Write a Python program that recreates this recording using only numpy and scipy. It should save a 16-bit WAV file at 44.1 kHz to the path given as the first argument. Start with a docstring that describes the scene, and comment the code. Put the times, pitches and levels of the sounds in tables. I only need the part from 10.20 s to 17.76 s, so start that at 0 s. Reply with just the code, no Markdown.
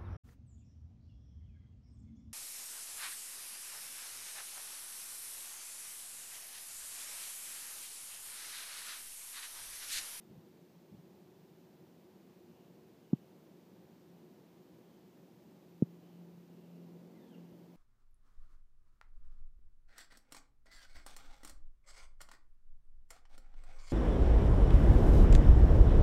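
"""Distant traffic rumbles in a quiet garden by a house wall; a far engine swells into a hum.
Far birds chirp, heard only as echoes; a nearer one gives a falling whistle whose accent rings back.
Two soft thumps and a few light finger rubs reach the microphone through the camera body.
The preamplifier hisses throughout."""
import sys
import numpy as np
from scipy import signal
from scipy.fft import rfft, irfft, next_fast_len
from scipy.io import wavfile
from scipy.ndimage import map_coordinates

SR = 44100
rng = np.random.default_rng(int(sys.argv[2]) if len(sys.argv) > 2 else 0)


def store_pcm(level_fs):
    """Save levels as 16-bit WAV."""
    pcm = np.round(np.clip(level_fs, -1, 1) * 32767).astype(np.int16)
    wavfile.write(sys.argv[1], SR, np.atleast_2d(pcm).T)


N = 333396
TIME_S = np.arange(N) / SR


def amp(db):
    """Decibels to gain."""
    return 10 ** (np.asarray(db) / 20)


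def along(points, hz):
    """(Hz, value) points read on a log frequency axis."""
    knots_hz, values = np.transpose(points)
    return np.interp(np.log(hz + 1), np.log(knots_hz + 1), values)


def wobble(rate_hz):
    """Smooth random curve, rate_hz knots a second."""
    knots = rng.standard_normal(int(N * rate_hz / SR) + 4)
    return map_coordinates(knots, [np.arange(N) * rate_hz / SR])


def filtered(x, response):
    """Apply a complex frequency response to x."""
    size = next_fast_len(N + SR // 2)
    return irfft(rfft(x, size) * response(np.fft.rfftfreq(size, 1 / SR)), size)[:N]


def noise(spectrum):
    """Coloured noise, rms 1."""
    x = filtered(rng.standard_normal(N), lambda hz: amp(along(spectrum, hz)))
    return x / np.sqrt(np.mean(x ** 2) + 1e-20)


def tone(hz):
    """Sine along a pitch curve, rms 1."""
    return np.sqrt(2) * np.sin(2 * np.pi * (np.cumsum(hz) / SR + rng.random()))


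def swell(centre_s, length_s, peak_db=0):
    """Bell-shaped envelope."""
    return amp(peak_db) * np.exp(-2 * ((TIME_S - centre_s) / length_s) ** 2)


def spring(hz, resonance_hz, width_hz):
    """Response of a damped mass on a spring."""
    return resonance_hz ** 2 / (resonance_hz ** 2 - hz ** 2 + 1j * hz * width_hz)


def preamp_hiss(level_db=-74):
    """Steady broadband noise of the preamplifier."""
    # hiss spectrum (frequency [Hz], relative density [dB])
    spectrum = [(200, -17.5), (1400, 2.5), (2800, 0.5), (4500, -1.5), (6500, -4.5), (8300, -8.5),
                (9900, -10.5), (11600, -7.5), (13300, -3.5), (15300, -4)]
    return amp(level_db) * noise(spectrum)


def traffic(start_db=-61, rise_db_per_s=0.13, drift_db=0.17, flutter_db=0.57):
    """Far roads, treble lost on the way: a steady roar that grows a little."""
    # roar spectrum (frequency [Hz], relative density [dB])
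    roar = [(22, -41.5), (45, -32), (72, -24.5), (87, -13.5), (104, -13.5), (130, -7), (178, 1),
            (275, -6.5), (368, 0.5), (410, -9), (490, -10.5), (680, -16), (920, -18.5), (1400, -32),
            (3000, -42), (8000, -89)]
    level_db = start_db + rise_db_per_s * TIME_S - drift_db * wobble(2.6) + flutter_db * wobble(13)
    return amp(level_db) * noise(roar)


def engine(mean_cycle_hz=43.2, firings=4, waver_hz=0.15, floor_db=-74, fading_db=2, flutter_db=1.5):
    """Firings at a steady speed give the hum; moving air fades the weaker tones one by one."""
    # swells of the firing tone (centre [s], length [s], peak [dB])
    hum_swells = [(4.02, 0.27, -67.5), (5.65, 0.33, -64), (6.082, 0.29, -58), (6.64, 0.35, -55.5),
                  (7.26, .13, -56), (7.5, 0.27, -61.5)]
    # weaker tones (multiple of the cycle rate, relative level [dB])
    partials = [(5, -2), (6, -1.5), (7.35, -8), (8.5, -9.5)]
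    # exhaust rush spectrum (frequency [Hz], relative density [dB])
    exhaust = [(100, -31), (260, 1), (480, 2), (760, -10), (1300, -26.5), (6000, -88)]
    cycle_hz = mean_cycle_hz + waver_hz * wobble(7)
    envelope = amp(floor_db) + sum(swell(*row) for row in hum_swells)
    hum = envelope * amp(flutter_db * wobble(12)) * tone(firings * cycle_hz)
    overtones = sum(amp(db + fading_db * wobble(7)) * tone(k * cycle_hz) for k, db in partials)
    overtones *= swell(centre_s=6.99, length_s=1.0, peak_db=-63)
    rush = swell(centre_s=6.94, length_s=0.98, peak_db=-65) * noise(exhaust)
    return hum + overtones + rush


def garden_echo(x):
    """Walls and trees answer with a diffuse tail."""
    # reverberation (frequency [Hz], t60 [s])
    decay = [(300, .3), (3000, 0.55), (9000, 0.16)]
    hz, age_s, spectra = signal.stft(rng.standard_normal(SR // 2), SR, nperseg=256)
    t60_s = along(decay, hz)[:, None]
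    _, tail = signal.istft(spectra * amp(-60 * age_s / t60_s), SR, nperseg=256)
    return signal.fftconvolve(x, tail / np.linalg.norm(tail))[:N]


def far_notes(length_s=0.17, warble=0.06):
    """Far birds' short notes, and the near whistle's accent ringing back at 7.26 s."""
    # warbling notes (time [s], pitch [Hz], level [dB])
    notes = [(2.35, 2850, -86.5), (2.9, 2910, -86), (4.7, 3140, -89), (5.87, 2940, -85.5),
             (6.38, 2780, -86), (6.55, 2740, -88), (7.26, 3010, -89)]
    bend = 1 + warble * wobble(400)
    return sum(swell(s, length_s, db) * tone(hz * bend) for s, hz, db in notes)


def bird_whistle(source_db=-79, accent_db=9, edge_s=0.01, quaver=0.007, flutter_db=1):
    """A falling note, accented just before its final flick; the throat shapes both harmonics."""
    # pitch contour (time [s], pitch [Hz])
    contour = [(6.935, 1900), (6.957, 2170), (6.997, 1850), (7.045, 1720), (7.12, 1555), (7.152, 1360),
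               (7.163, 980)]
    # throat resonance (frequency [Hz], gain [dB])
    throat = [(1400, -7), (1650, -8), (2100, -1.5), (2800, -2), (3700, -5.5), (4200, -16)]
    knots_s, knots_hz = np.transpose(contour)
    hz = np.interp(TIME_S, knots_s, knots_hz) * (1 + quaver * wobble(120))
    gate = np.clip(np.minimum(TIME_S - knots_s[0], knots_s[-1] + edge_s - TIME_S) / edge_s, 0, 1)
    accent = swell(centre_s=7.145, length_s=0.017)
    effort_db = source_db + accent_db * accent + flutter_db * wobble(60)
    harmonics = sum(amp(along(throat, k * hz)) * tone(k * hz) for k in (1, 2))
    return gate * amp(effort_db) * harmonics


def handling(length_s=0.027, crest_db=7):
    """Fingers shift on the camera with short, dull rubs."""
    # rubs (time [s], approximate peak [dB])
    rubs = [(.115, -47), (.178, -44.5), (.737, -48.5), (.79, -50), (4.533, -58), (7.33, -54.5)]
    # rub spectrum (frequency [Hz], relative density [dB])
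    spectrum = [(25, -34), (60, -7), (110, 1.5), (170, 7.5), (260, -5), (600, -40), (2500, -90)]
    return sum(swell(s, length_s, db - crest_db) for s, db in rubs) * noise(spectrum)


def thumps(low_cut_hz=106, tick_rise_s=0.0028):
    """Soft contacts push the damped camera body and tick its casing; a low cut thins the bass."""
    # contacts (time [s], thud peak [dB], resonance [Hz], width [Hz], tick gain [dB])
    contacts = [(2.9305, -16, 322, 175, -36), (5.6223, -15.5, 447, 269, -58)]
    # camera body resonances (frequency [Hz], width [Hz])
    body_modes = [(142, 63), (223, 118)]
    # casing modes (frequency [Hz], t60 [s])
    casing_modes = [(760, 0.02), (1020, 0.013)]
    body = lambda f: np.prod([1j * f / hz * spring(f, hz, width) for hz, width in body_modes], axis=0)
    mic_low_cut = lambda f: -(f / low_cut_hz) ** 2 * spring(f, low_cut_hz, np.sqrt(2) * low_cut_hz)
    out = np.zeros(N)
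    for start_s, peak_db, contact_hz, width_hz, tick_db in contacts:
        push = signal.unit_impulse(N, round(start_s * SR))
        thud = filtered(push, lambda f: spring(f, contact_hz, width_hz) * body(f) * mic_low_cut(f))
        age_s = np.maximum(TIME_S - start_s, 0)
        ring = sum(np.sin(2 * np.pi * hz * age_s) * amp(-60 * age_s / t60) for hz, t60 in casing_modes)
        tick = ring * (1 - np.exp(-age_s / tick_rise_s))
        out += amp(peak_db) * thud / np.abs(thud).max() + amp(tick_db) * tick
    return out


def scene(whistle_echo_db=-3):
    """All sources at one microphone; the far notes arrive only as echoes."""
    near_bird = bird_whistle()
    outdoors = traffic() + engine() + near_bird
    echoes = garden_echo(amp(whistle_echo_db) * near_bird + far_notes())
    return (outdoors + echoes + thumps() + handling() + preamp_hiss())[None]


def record(dry, top_hz=15480):
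    """The camera keeps nothing above its band limit."""
    return filtered(dry[0], lambda hz: hz < top_hz)[None]


dry = scene()
out = record(dry)
store_pcm(out)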